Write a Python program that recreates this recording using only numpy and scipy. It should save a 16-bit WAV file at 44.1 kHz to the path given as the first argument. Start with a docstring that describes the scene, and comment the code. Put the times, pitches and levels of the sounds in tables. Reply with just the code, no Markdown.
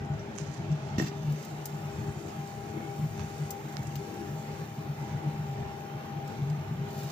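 """Omelette under a cooker hood

A running hood roars like rushing air (shaped noise), booms in its duct (noise through resonances)
and hums near multiples of the mains (sines). A hand lifts the glass lid, which knocks and scrapes
(ringing modes); then fat fizzes, bubbles and spits openly (tiny bursts, short rings and cracks).
Fingers tick and brush on the phone, whose two far-apart microphone ports colour the treble differently."""
import sys
import numpy as np
from scipy import signal
from scipy.fft import rfft, irfft, next_fast_len
from scipy.io import wavfile
from scipy.ndimage import uniform_filter1d, map_coordinates

SR = 44100
rng = np.random.default_rng(int(sys.argv[2]) if len(sys.argv) > 2 else 0)


def put_to_file(sound):
    """Save the sound as 16-bit audio at rate SR, in the file named by the first command-line argument."""
    columns = np.atleast_2d(sound).T  # one column per channel
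    safe = np.clip(columns, -1, 1)
    whole_steps = np.round(safe * 32767)
    wavfile.write(sys.argv[1], SR, whole_steps.astype(np.int16))


N = 313683  # length [samples]

# Levels in the tables are those of each source, before the room and the ports colour them.
# Rushing air of the hood:
# (frequency [Hz], left level per Hz [dB], right level per Hz [dB], likeness of the two sides [0-1])
AIR_SPECTRUM = [(30, -66, -69, 0.8), (53.4, -70, -73, 0.95), (67.4, -64, -64, 1), (109, -58, -61.5, 0.96),
                (180, -67, -66.5, 1), (270, -74.5, -77.5, 0.57), (314, -72.5, -83.5, 1),
                (585, -79, -81, 0.93), (650, -78, -73.5, 0.19), (1010, -84.5, -82.5, 0.53),
                (1370, -83, -84, 0.56), (2450, -90.5, -89.5, 0.12), (4330, -100, -104.5, 0),
                (8900, -112, -112, 0.3)]
# Weaker air resonances of the duct: (frequency [Hz], width [Hz], left level [dB], right level [dB])
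DUCT_RESONANCES = [(213.8, 30, -48, -49.5), (397, 73, -53, -60), (628.3, 51, -59.5, -63.5),
                   (837, 154, -63.5, -52)]
# Louder throbs of the strongest duct resonance: (time [s], peak level [dB], half length [s])
BOOM_THROBS = [(.04, -37.5, 0.028), (.12, -31, 0.024), (.31, -41, 0.011), (.42, -33, 0.012),
               (.5, -38, 0.016), (.6, -33.5, 0.013), (.72, -27, 0.028), (.85, -31.5, 0.027),
               (.95, -36, 0.024), (1.04, -29, 0.037), (1.2, -35, 0.057), (1.31, -30.5, 0.049),
               (1.56, -36, 0.051), (1.75, -35, 0.026), (1.85, -38, 0.033), (1.995, -36, 0.041),
               (2.087, -34, .02), (2.18, -36.5, 0.018), (2.28, -39.5, 0.029), (2.395, -37.5, 0.016),
               (2.56, -38, 0.02), (2.77, -41, 0.02), (2.91, -38, 0.039), (3.04, -29, 0.044),
               (3.21, -37, 0.056), (3.42, -30, 0.025), (3.66, -38, 0.011), (3.8, -34, 0.011),
               (3.89, -34, .018), (3.97, -32, 0.035), (4.32, -39.5, 0.027), (4.38, -38.5, .02),
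               (4.51, -36.5, .025), (4.61, -37, .025), (4.72, -43, 0.018), (4.79, -31.5, 0.017),
               (4.9, -29.5, 0.027), (5.02, -32, 0.024), (5.15, -31.5, 0.03), (5.28, -27.5, 0.026),
               (5.41, -31, 0.04), (5.51, -32, 0.033), (5.61, -32, 0.022), (5.81, -40, 0.016),
               (5.96, -33, 0.026), (6.18, -33.5, 0.017), (6.253, -34.5, 0.017), (6.43, -32.5, 0.029),
               (6.52, -28, 0.041), (6.6, -35, .02), (6.72, -33.5, 0.031), (6.814, -30, 0.022),
               (6.9, -42, .02), (6.98, -38, 0.017), (7.05, -33, 0.024)]
# Steady motor hum:
# (frequency [Hz], left level [dB], right level [dB], left leads by [rad], level waver [dB])
STEADY_HUM = [(900, -63, -70, 0.84, 1.5)]
# Strongest hum line as the phone moves: (time [s], level midway between the sides [dB])
WHINE_LEVEL = [(0.0, -61), (0.12, -50), (0.16, -73), (0.3, -61), (0.44, -60), (0.71, -55.5), (0.81, -62),
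               (0.87, -54), (1.11, -60.5), (1.94, -52), (1.98, -65), (2.08, -49.5), (2.18, -67),
               (2.33, -47.5), (3.11, -52.5), (3.17, -47.5), (3.4, -53.5), (3.56, -46), (3.64, -63),
               (3.7, -49), (3.96, -53), (4.49, -50.5), (4.55, -55), (5.68, -49.5), (6.04, -52),
               (6.12, -47.5), (6.44, -55.5), (6.99, -50.5), (7.01, -56), (7.11, -51.5)]
# Lower hum line as the phone moves: (time [s], level midway between the sides [dB])
LOW_HUM_LEVEL = [(0.0, -46), (0.67, -58), (1.21, -48), (1.33, -60), (1.42, -52.5), (2.43, -49.5),
                 (2.83, -56.5), (2.91, -45), (3.05, -60), (3.17, -48), (3.86, -57), (3.96, -73),
                 (4.0, -48.5), (4.39, -57), (5.7, -52), (6.28, -55), (6.99, -48), (7.11, -59)]
# Fingers ticking on the phone case:
# (time [s], left peak [dB], right peak [dB], centre [Hz], 60 dB decay [s], dull body [dB])
FINGER_TICKS = [(.049, -55, -41, 5000, .006, -6), (0.058, -55, -39, 9400, 0.0057, -6),
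                (.353, -55, -44, 6400, .03, -12), (0.362, -55, -32, 10500, .012, -6),
                (0.379, -55, -35, 6200, 0.0083, -10), (0.3853, -40, -20.5, 6300, 0.0056, -2.5),
                (.404, -49, -42, 6500, .008, -12), (3.1945, -41, -30, 1110, 0.021, -5),
                (3.2052, -52, -38, 2380, 0.015, -6), (3.215, -54, -41, 2000, 0.017, -7),
                (3.769, -54, -18, 4660, 0.0036, 0.5), (3.965, -47, -40, 2500, .008, -8)]
# Skin brushing past the right port: (time [s], level [dB], half length [s])
SKIN_BRUSHES = [(0.39, -45, 0.035), (0.46, -51, 0.055), (0.545, -46, 0.05), (0.721, -49, 0.012)]
# Fat hitting the closed lid from inside: (time [s], level [dB])
LID_DROPS = [(0.1361, -90), (0.192, -86), (0.7143, -86)]
# Lid touching the rim:
# (time [s], level [dB], contact time [s], hard tick against thump [dB], modes favoured around [Hz])
LID_KNOCKS = [(0.9823, -37.5, 0.0006, -2.5, 5670), (0.9827, -22, 0.0025, -30, 215),
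              (0.9978, -33.5, 0.00083, -7, 1850), (0.9993, -26.5, 0.0013, -25, 326),
              (1.012, -31, 0.001, -11, 1850), (1.0056, -41.5, .001, -2.5, 2690),
              (1.023, -32.5, 0.00089, -10.5, 1850), (1.027, -43, .001, -3, 4140),
              (1.036, -40, 0.0022, -7, 7280), (1.045, -43, .002, -1, 6500),
              (1.068, -40, 0.00081, -8.5, 7930), (1.076, -47, 0.0017, -7, 2900),
              (1.082, -43, .002, 0, 4900), (1.117, -40, 0.00085, -24, 740)]
# Ringing modes of the glass lid:
# (frequency [Hz], level [dB], 60 dB decay [s], left minus right [dB])
LID_MODES = [(220, 1.5, 0.031, -1), (265, 2, 0.039, 1), (326, -5, 0.13, 7), (383, -6, 0.085, 0),
             (440, -12, 0.056, -4), (596, -8, 0.045, -11), (740, -8, 0.05, -4), (955, -4, 0.037, 2),
             (1310, -7, 0.033, 2), (1844, 2, 0.042, -14), (1884, -3, 0.037, -1), (2290, -9, .04, 0),
             (2690, 1, 0.062, -1), (3080, -3, 0.069, -3), (3550, -6, .045, 2), (4140, -10, 0.059, 6),
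             (4870, -7, 0.062, -7), (5450, -12, 0.045, -3), (5710, -9, 0.11, -11), (6200, -13, 0.05, -6),
             (6630, -10, 0.041, -8), (7280, -14, 0.06, -11), (7930, -16, .035, -12)]
# Frying fizz at each port, muffled on the left until the lid is off:
# (time [s], right level [dB], left level [dB], treble boost on the right [dB])
FIZZ_LEVELS = [(0.0, -59, -72, -4.5), (0.4, -53, -71, -8), (0.95, -53, -73, -11), (1.15, -52.5, -60, -4),
               (1.45, -50.5, -57, 1), (2.2, -55, -57.5, 5), (4.0, -53.5, -56, 3.5), (5.7, -55, -58.5, -1),
               (6.84, -56, -58.5, -1.5), (6.9, -52.5, -54, -1), (7.0, -48, -47.5, 1), (7.11, -46, -52, -9)]
# Fat spitting: (time [s], right level [dB], left level [dB], lowest frequency of the crack [Hz])
FAT_SPITS = [(1.021, -20, -25, 6600), (1.3239, -28, -29, 4750), (1.427, -28, -32.5, 4750),
             (1.45, -25, -27, 4550), (1.656, -12.5, -12.5, 5900), (2.4743, -27, -42, 4800),
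             (3.506, -13, -12.5, 5830), (3.7259, -30, -33, 4750), (3.8294, -30, -30, 4750),
             (3.8704, -23, -39, 5500), (3.956, -29, -18.5, 2200), (4.1417, -30, -30.5, 5150),
             (6.277, -30, -32, 2650), (6.5, -29.5, -34, 3000), (6.9077, -31, -32.5, 4750),
             (6.93, -35, -31, 4750), (6.978, -34, -26, 4750), (6.99, -31, -31, 4750),
             (7.008, -33, -31, 4750), (7.0322, -26, -23, 4770), (7.045, -30, -32, 4500),
             (7.072, -32, -33, 4500), (7.1006, -27, -26, 2900)]
# Pan wall ringing when fat cracks: (frequency [Hz], width [Hz], level against the crack [dB])
PAN_WALL = [(5000, 130, 0), (6280, 130, -6), (7500, 140, 2.5)]
# Colour of the ports, counted from the first row: (frequency [Hz], left gain [dB], right gain [dB])
PORT_COLOUR = [(990, -3, -4), (3040, -1.5, -1.5), (5860, -2.5, -1.5), (5880, -3.5, 1.5), (7370, -6.5, -2.5),
               (8050, -24, -7), (8500, -20, -10), (9000, -12, -10), (10300, -10, -12.5), (11600, -7.5, -18),
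               (13100, -4.5, -16), (14000, 2, -22), (15900, -1, -26)]
# Hiss of the microphones themselves: (left level [dB], right level [dB])
MICROPHONE_HISS = [-71, -82]

AIR_LAG_S = 0.00021  # the hood is nearer to the left port
# the bass of the roar comes in lumps
SURGE_DB, SURGE_TOP_HZ, SURGES_PER_S = 2.5, 201, 12
SURGE_WITH_BOOM = 0.25  # share of the boom's swing in dB that the bass follows
BOOM_HZ, BOOM_WIDTH_HZ, BOOM_PAN_DB = 146.3, 13.5, 2
BOOM_DB, BOOM_FLUTTER_DB = -49.5, 1.5  # level between the throbs; unsteadiness
THROB_EDGE_DB = 8.5  # drop in level half a length from the peak
# a wider duct resonance, mostly on the left
DRONE_HZ, DRONE_WIDTH_HZ, DRONE_PAN_DB = 321.3, 49.5, 9.5
DRONE_DB, DRONE_SWELL_DB, DRONE_SWELLS_PER_S = -55.5, 4.5, 8
# hum lines: pan is left minus right, lead is how far the left is ahead
WHINE_HZ, WHINE_PAN_DB, WHINE_LEAD_RAD, WHINE_WAVER_DB = 799.8, 11.5, 0.72, 2
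LOW_HUM_HZ, LOW_HUM_PAN_DB, LOW_HUM_LEAD_RAD, LOW_HUM_WAVER_DB = 401, 6, 0.69, 3
# standing waves: depth, spacing, how fast the moving hand changes them
ROOM_RIPPLE_DB, ROOM_CELL_HZ, ROOM_DRIFT_S = 3.8, 70, 0.1
BRUSH_EDGE_DB = 9  # drop in level half a length from the middle
# lid sliding off: it catches, weakens, drags the rim once more and lifts clear
SCRAPE_S, SCRAPE_DB, SCRAPE_FADE_DB_PER_S = 0.982, -40.5, 150
DRAG_S, DRAG_DB, DRAG_HALF_S = 1.074, 11, 0.017
LIFT_S, LIFT_DB_PER_S = 1.095, 250
RATTLES_PER_S = 700  # tiny contacts of the sliding lid
KNOCK_COLOUR_DB = 2.5  # each contact falls on another spot and favours other modes
KNOCK_DETUNE = 0.004  # the grip and the tilt shift the modes by about this share
FAVOUR_DB, FAVOUR_OCTAVES = 6, 0.099
BUBBLES_PER_S, BUBBLE_DB, BUBBLE_SPREAD_DB = 260, -61, 2.5
BUBBLE_LOW_HZ, BUBBLE_OCTAVES, BUBBLE_CYCLES = 993, 1.783, 12.6
SPIT_SHARPNESS = 0.57  # 0 hiss, 1 crack
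SPIT_T60_S, SPIT_T60_S_PER_GAIN = 0.04, 0.1  # a bigger drop leaves a longer tail
BASS_CUT_HZ, TOP_HZ = 101.4, 15450


def undb(db):
    """Turns a level in dB into a gain."""
    return 10 ** (np.asarray(db) / 20)


def unit(x):
    """Scales a sound to an average strength (rms) of 1."""
    return x / np.sqrt(np.mean(x ** 2, axis=-1, keepdims=True))


def spread(pan_db):
    """Shares a left-minus-right difference between the sides."""
    return pan_db * np.array([[0.5], [-0.5]])


def curves(table):
    """Draws every column after the time as a line, sample by sample."""
    s, *columns = np.transpose(table)
    return [np.interp(np.arange(N) / SR, s, c) for c in columns]


def band(x, hz, width_hz):
    """Lets through one resonance."""
    return signal.lfilter(*signal.iirpeak(hz, hz / width_hz, fs=SR), x)


def high(x, hz):
    """Lets through what lies above a frequency."""
    return signal.sosfilt(signal.butter(2, min(hz, 0.4 * SR), "high", fs=SR, output="sos"), x)


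def walk(rate):
    """Wanders at random: levels held 1 / rate seconds, smoothed twice, rms 1."""
    k = int(SR / rate)
    steps = np.repeat(rng.standard_normal(N // k + 1), k)
    smooth = uniform_filter1d(uniform_filter1d(steps, k), k)
    return unit(smooth[:N])


def add(out, s, x):
    """Mixes x into out from time s."""
    i = int(s * SR)
    out[..., i:i + x.shape[-1]] += x[..., :N - i]


def bumps(table, edge_db, power):
    """Adds up rounded swells given as (time [s], level [dB], half length [s])."""
    t = np.arange(N) / SR
    return sum(undb(db - edge_db * (np.abs(t - s) / half) ** power) for s, db, half in table)


def throb():
    """Gain of the duct boom over time: a steady floor plus the throbs."""
    return bumps(BOOM_THROBS, THROB_EDGE_DB, 1.56) + undb(BOOM_DB)


def air():
    """Broad roar of noise, alike on both sides in the bass, plus the weaker duct resonances."""
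    size = next_fast_len(N)
    hz = np.arange(size // 2 + 1) * SR / size
    at, *columns = np.transpose(AIR_SPECTRUM)
    left_db, right_db, like = (np.interp(np.log(hz + 1), np.log(at), c) for c in columns)
    like = np.clip(like, 0, 1)
    left, other = rfft(rng.standard_normal((2, size)))
    late = left * np.exp(-2j * np.pi * hz * AIR_LAG_S)
    right = like * late + np.sqrt(1 - like ** 2) * other
    shaped = np.array([left * undb(left_db), right * undb(right_db)])
    out = irfft(shaped, size)[:, :N] * np.sqrt(SR / 2)
    for f, width, *db in DUCT_RESONANCES:
        ring = band(band(rng.standard_normal(N), f, width), f, width)
        out = out + undb(db)[:, None] * unit(ring)
    bass = signal.sosfiltfilt(signal.butter(2, SURGE_TOP_HZ, fs=SR, output="sos"), out)
    surge = unit(throb() ** SURGE_WITH_BOOM) * undb(SURGE_DB * walk(SURGES_PER_S))
    out = out + bass * (surge - 1)
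    return out * undb(0.84 * walk(16))


def boom():
    """Noise ringing in the duct: the pitch wanders freely, the level flutters and throbs."""
    noise = rng.standard_normal(N)
    ring = band(band(noise, BOOM_HZ, BOOM_WIDTH_HZ), BOOM_HZ, BOOM_WIDTH_HZ)
    ring = signal.hilbert(ring, next_fast_len(N))[:N]
    # dividing by its own outline evens out most of the noise's swing
    even = ring.real / (np.abs(ring) + 0.37 * ring.real.std())
    level = throb() * undb(BOOM_FLUTTER_DB * walk(17))
    return unit(even) * level * undb(spread(BOOM_PAN_DB))


def drone():
    """Noise in a broad duct resonance that swells and sinks."""
    noise = rng.standard_normal(N)
    ring = band(band(noise, DRONE_HZ, DRONE_WIDTH_HZ), DRONE_HZ, DRONE_WIDTH_HZ)
    swell_db = DRONE_SWELL_DB * walk(DRONE_SWELLS_PER_S)
    return unit(ring) * undb(DRONE_DB + swell_db + spread(DRONE_PAN_DB))


def motor():
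    """Sines near mains multiples, slightly unsteady in level and phase."""
    t, out = np.arange(N) / SR, 0
    lines = list(STEADY_HUM)
    for f, table, pan_db, lead, waver_db in [
            (WHINE_HZ, WHINE_LEVEL, WHINE_PAN_DB, WHINE_LEAD_RAD, WHINE_WAVER_DB),
            (LOW_HUM_HZ, LOW_HUM_LEVEL, LOW_HUM_PAN_DB, LOW_HUM_LEAD_RAD, LOW_HUM_WAVER_DB)]:
        level_db = curves(table)[0]
        lines.append((f, level_db + pan_db / 2, level_db - pan_db / 2, lead, waver_db))
    for f, left_db, right_db, lead, waver_db in lines:
        phase = 2 * np.pi * f * t + 0.78 * walk(4.164)
        left = undb(left_db) * np.sin(phase + lead)
        right = undb(right_db) * np.sin(phase)
        out = out + np.sqrt(2) * undb(waver_db * walk(18)) * np.array([left, right])
    return out


def room(x):
    """Standing waves lift and sink narrow bands, differently at each port, and drift as the phone moves."""
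    hz, s, z = signal.stft(x, SR, nperseg=2048)
    field = rng.standard_normal((2, 800, 80))
    grid = np.meshgrid([0, 1], hz / ROOM_CELL_HZ, s / ROOM_DRIFT_S, indexing="ij")
    # long waves meet both ports alike and are left more even
    depth_db = ROOM_RIPPLE_DB * np.clip(hz / 500, 0, 1)[:, None]
    ripple = undb(depth_db * map_coordinates(field, grid, order=1))
    return signal.istft(z * ripple, SR, nperseg=2048)[1][:, :N]


def hand():
    """Short dry ticks from noisy snaps and a soft brushing of noise, mostly at the right port."""
    out, t = np.zeros((2, N)), np.arange(2000) / SR
    for s, left_db, right_db, hz, t60, body_db in FINGER_TICKS:
        snap = 2.1 * np.eye(1, 2000)[0] + 0.5 * rng.standard_normal(2000)
        snap = snap * undb(-60 * t / t60)
        bright = band(band(snap, hz, 0.43 * hz), hz, 0.82 * hz)
        tick = bright + undb(body_db) * band(snap, 1700, 2200)
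        add(out, s, tick / np.abs(tick).max() * undb([[left_db], [right_db]]))
    rub = rng.standard_normal((3, N))
    skin = 0.5 * high(rub[0], 3800) + 0.97 * band(rub[1], 6100, 2000) + 1.2 * band(rub[2], 1600, 900)
    out[1] += bumps(SKIN_BRUSHES, BRUSH_EDGE_DB, 1.8) * undb(2.5 * walk(138.4)) * skin
    return out


def scrape_db():
    """Level of the sliding lid over time: it fades, drags once more and lifts clear."""
    t = np.arange(N) / SR
    fade_db = SCRAPE_DB - SCRAPE_FADE_DB_PER_S * (t - SCRAPE_S)
    drag_db = DRAG_DB * np.exp(-((t - DRAG_S) / DRAG_HALF_S) ** 2)
    lift_db = -LIFT_DB_PER_S * np.maximum(t - LIFT_S, 0)
    silence_before_db = -10000 * np.maximum(SCRAPE_S - t, 0)
    return fade_db + drag_db + lift_db + silence_before_db


def lid():
    """Knocks, drops and a gritty scrape all ring the same glass; the scrape is also heard as a dry rasp."""
    count = len(LID_KNOCKS)
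    out, push, knocks = np.zeros((2, N)), np.zeros(N), np.zeros((count, 2 * SR))
    for row, (s, db, contact, tick_db, _) in zip(knocks, LID_KNOCKS):
        # a soft thump with a hard tick at first touch
        thump = np.hanning(int(contact * SR) + 3)
        thump = thump / thump.sum()
        thump[:2] += undb(tick_db) * np.array([1, -1])
        start = int(s * SR)
        row[start:start + len(thump)] = undb(db) * thump
    for s, db in LID_DROPS:
        # a small drop pushes mostly around one high frequency
        drop = rng.standard_normal(400) * np.exp(-np.arange(400) / 90)
        add(push, s, undb(db) * unit(band(drop, 6100, 1600)))
    grit = undb(scrape_db() + 1.8 * walk(150)) * rng.standard_normal((3, N))
    rattle = grit[0] * (rng.random(N) < RATTLES_PER_S / SR)
    push = push + 0.09 * high(high(rattle, 2500), 2500)
    favoured_hz = np.transpose(LID_KNOCKS)[4]
    for f, db, t60, pan_db in LID_MODES:
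        pole = np.exp(2j * np.pi * f / SR - np.log(1000) / (t60 * SR))
        # the higher the mode, the more the spot of contact matters
        spot_db = KNOCK_COLOUR_DB * min(f / 2000, 1) * rng.standard_normal(count)
        favour_db = FAVOUR_DB * np.exp(-(np.log2(f / favoured_hz) / FAVOUR_OCTAVES) ** 2)
        ring = signal.lfilter([1], [1, -pole], push[:2 * SR])
        for gain, knock, shift in zip(undb(spot_db + favour_db), knocks, rng.standard_normal(count)):
            shifted = pole * np.exp(2j * np.pi * f * KNOCK_DETUNE * shift / SR)
            # no knock comes in the first half second
            ring[SR // 2:] += signal.lfilter([gain], [1, -shifted], knock[SR // 2:])
        # each port hears a mode with its own phase, the more so the shorter the wave
        turn = np.exp(1j * min(f / 600, np.pi) * rng.standard_normal())
        sides = np.array([ring.imag, (ring * turn).imag])
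        out[:, :2 * SR] += undb(db + spread(pan_db)) * sides
    return out + 1.3 * band(grit[1:], 2000, 6000) + 0.11 * grit[1:]


def bubbles():
    """Larger steam bubbles in the egg each ring a few cycles, somewhere between the two ports."""
    out, t = np.zeros((2, N)), np.arange(800) / SR
    for when, pitch, size, side in rng.random((int(BUBBLES_PER_S * N / SR), 4)):
        hz = BUBBLE_LOW_HZ * 2 ** (BUBBLE_OCTAVES * pitch)
        turns = hz * t / BUBBLE_CYCLES
        # the pitch rises slightly as the ring fades
        phase = 2 * np.pi * hz * t * (1 + 0.032 * turns) + np.array([[0], [9 * side]])
        ring = turns * np.exp(-4 * turns) * np.sin(phase)
        db = -BUBBLE_SPREAD_DB * np.log(1 - 0.95 * size) - 2.1 * np.log2(hz / 1000)
        add(out, when * N / SR, ring * undb(db) * np.array([[side], [1 - side]]))
    return unit(out) * undb(BUBBLE_DB)


def fizz():
    """Thousands of tiny steam bubbles burst, a few much louder, smeared by the pan into a hiss."""
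    right_db, left_db, bright_db = curves(FIZZ_LEVELS)
    loudness = undb(1.64 * np.minimum(rng.exponential(size=N), 7.5))
    bursts = (rng.random(N) < 2500 / SR) * loudness * rng.choice([-1, 1], N)
    t = np.arange(600) / SR
    smear = rfft(rng.standard_normal((2, 600)) * np.exp(-t / 0.001))
    # the smear spreads a burst in time with little colouring
    smear = irfft(smear / uniform_filter1d(np.abs(smear), size=5, axis=1))
    smeared = unit(signal.fftconvolve(bursts[None], smear, axes=1)[:, :N])
    heard = smeared + 0.71 * rng.standard_normal((2, N))
    left, right = unit(high(heard, 1750)) * undb(1.2 * np.array([walk(11), walk(11)]))
    right = right + (undb(bright_db) - 1) * high(right, 4400)
    return np.array([left * undb(left_db), right * undb(right_db)])


def spits():
    """A crack, an echo from the pan wall a millisecond later, scattered later echoes and a short hiss."""
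    out, t = np.zeros((2, N)), np.arange(4000) / SR
    for s, right_db, left_db, low_hz in FAT_SPITS:
        t60 = SPIT_T60_S + SPIT_T60_S_PER_GAIN * undb(max(left_db, right_db))
        echoes = (rng.random((2, 4000)) < 700 / SR) * rng.standard_normal((2, 4000))
        # crack and wall echo: the echo is the stronger on the left, the weaker on the right
        echoes[:, [0, 44]] = [[1.1, 1.3], [1.9, 0.5]]
        hiss = rng.standard_normal((2, 4000)) * (0.3 - 0.24 * SPIT_SHARPNESS)
        burst = (SPIT_SHARPNESS * echoes + hiss) * undb(-60 * t / t60)
        add(out, s, high(high(burst, low_hz), low_hz) * undb([[left_db], [right_db]]))
    return out


def pan(x):
    """The crack itself and the ring that it leaves in the metal."""
    return x + sum(undb(db) * band(x, hz, width) for hz, width, db in PAN_WALL)


def scene():
    """Hood, hand on the phone, lid and frying pan together."""
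    hood = boom() + drone() + motor()
    frying = bubbles() + pan(spits())
    return room(air() + fizz()) + hood + hand() + lid() + frying


def record(dry):
    """Each port colours the sound without ringing ahead of it; own hiss is added and both ends are cut."""
    hz = np.arange(257) * SR / 512
    at, *db = np.transpose(PORT_COLOUR)
    gain_db = np.array([np.interp(np.log(hz + 1), np.log(at), c - c[0]) for c in db])
    log_gain = gain_db * np.log(10) / 20
    # folding the log gain's transform onto positive times makes the response causal
    fold = np.r_[1, np.full(255, 2), 1, np.zeros(255)]
    taps = irfft(np.exp(rfft(irfft(log_gain) * fold)))
    coloured = signal.fftconvolve(dry, taps, axes=1)[:, :N]
    hiss = undb(MICROPHONE_HISS)[:, None] * rng.standard_normal((2, N))
    heard = high(coloured, BASS_CUT_HZ) + hiss
    return signal.sosfilt(signal.ellip(10, 0.2, 60, TOP_HZ, fs=SR, output="sos"), heard)


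dry = scene()
out = record(dry)
put_to_file(out)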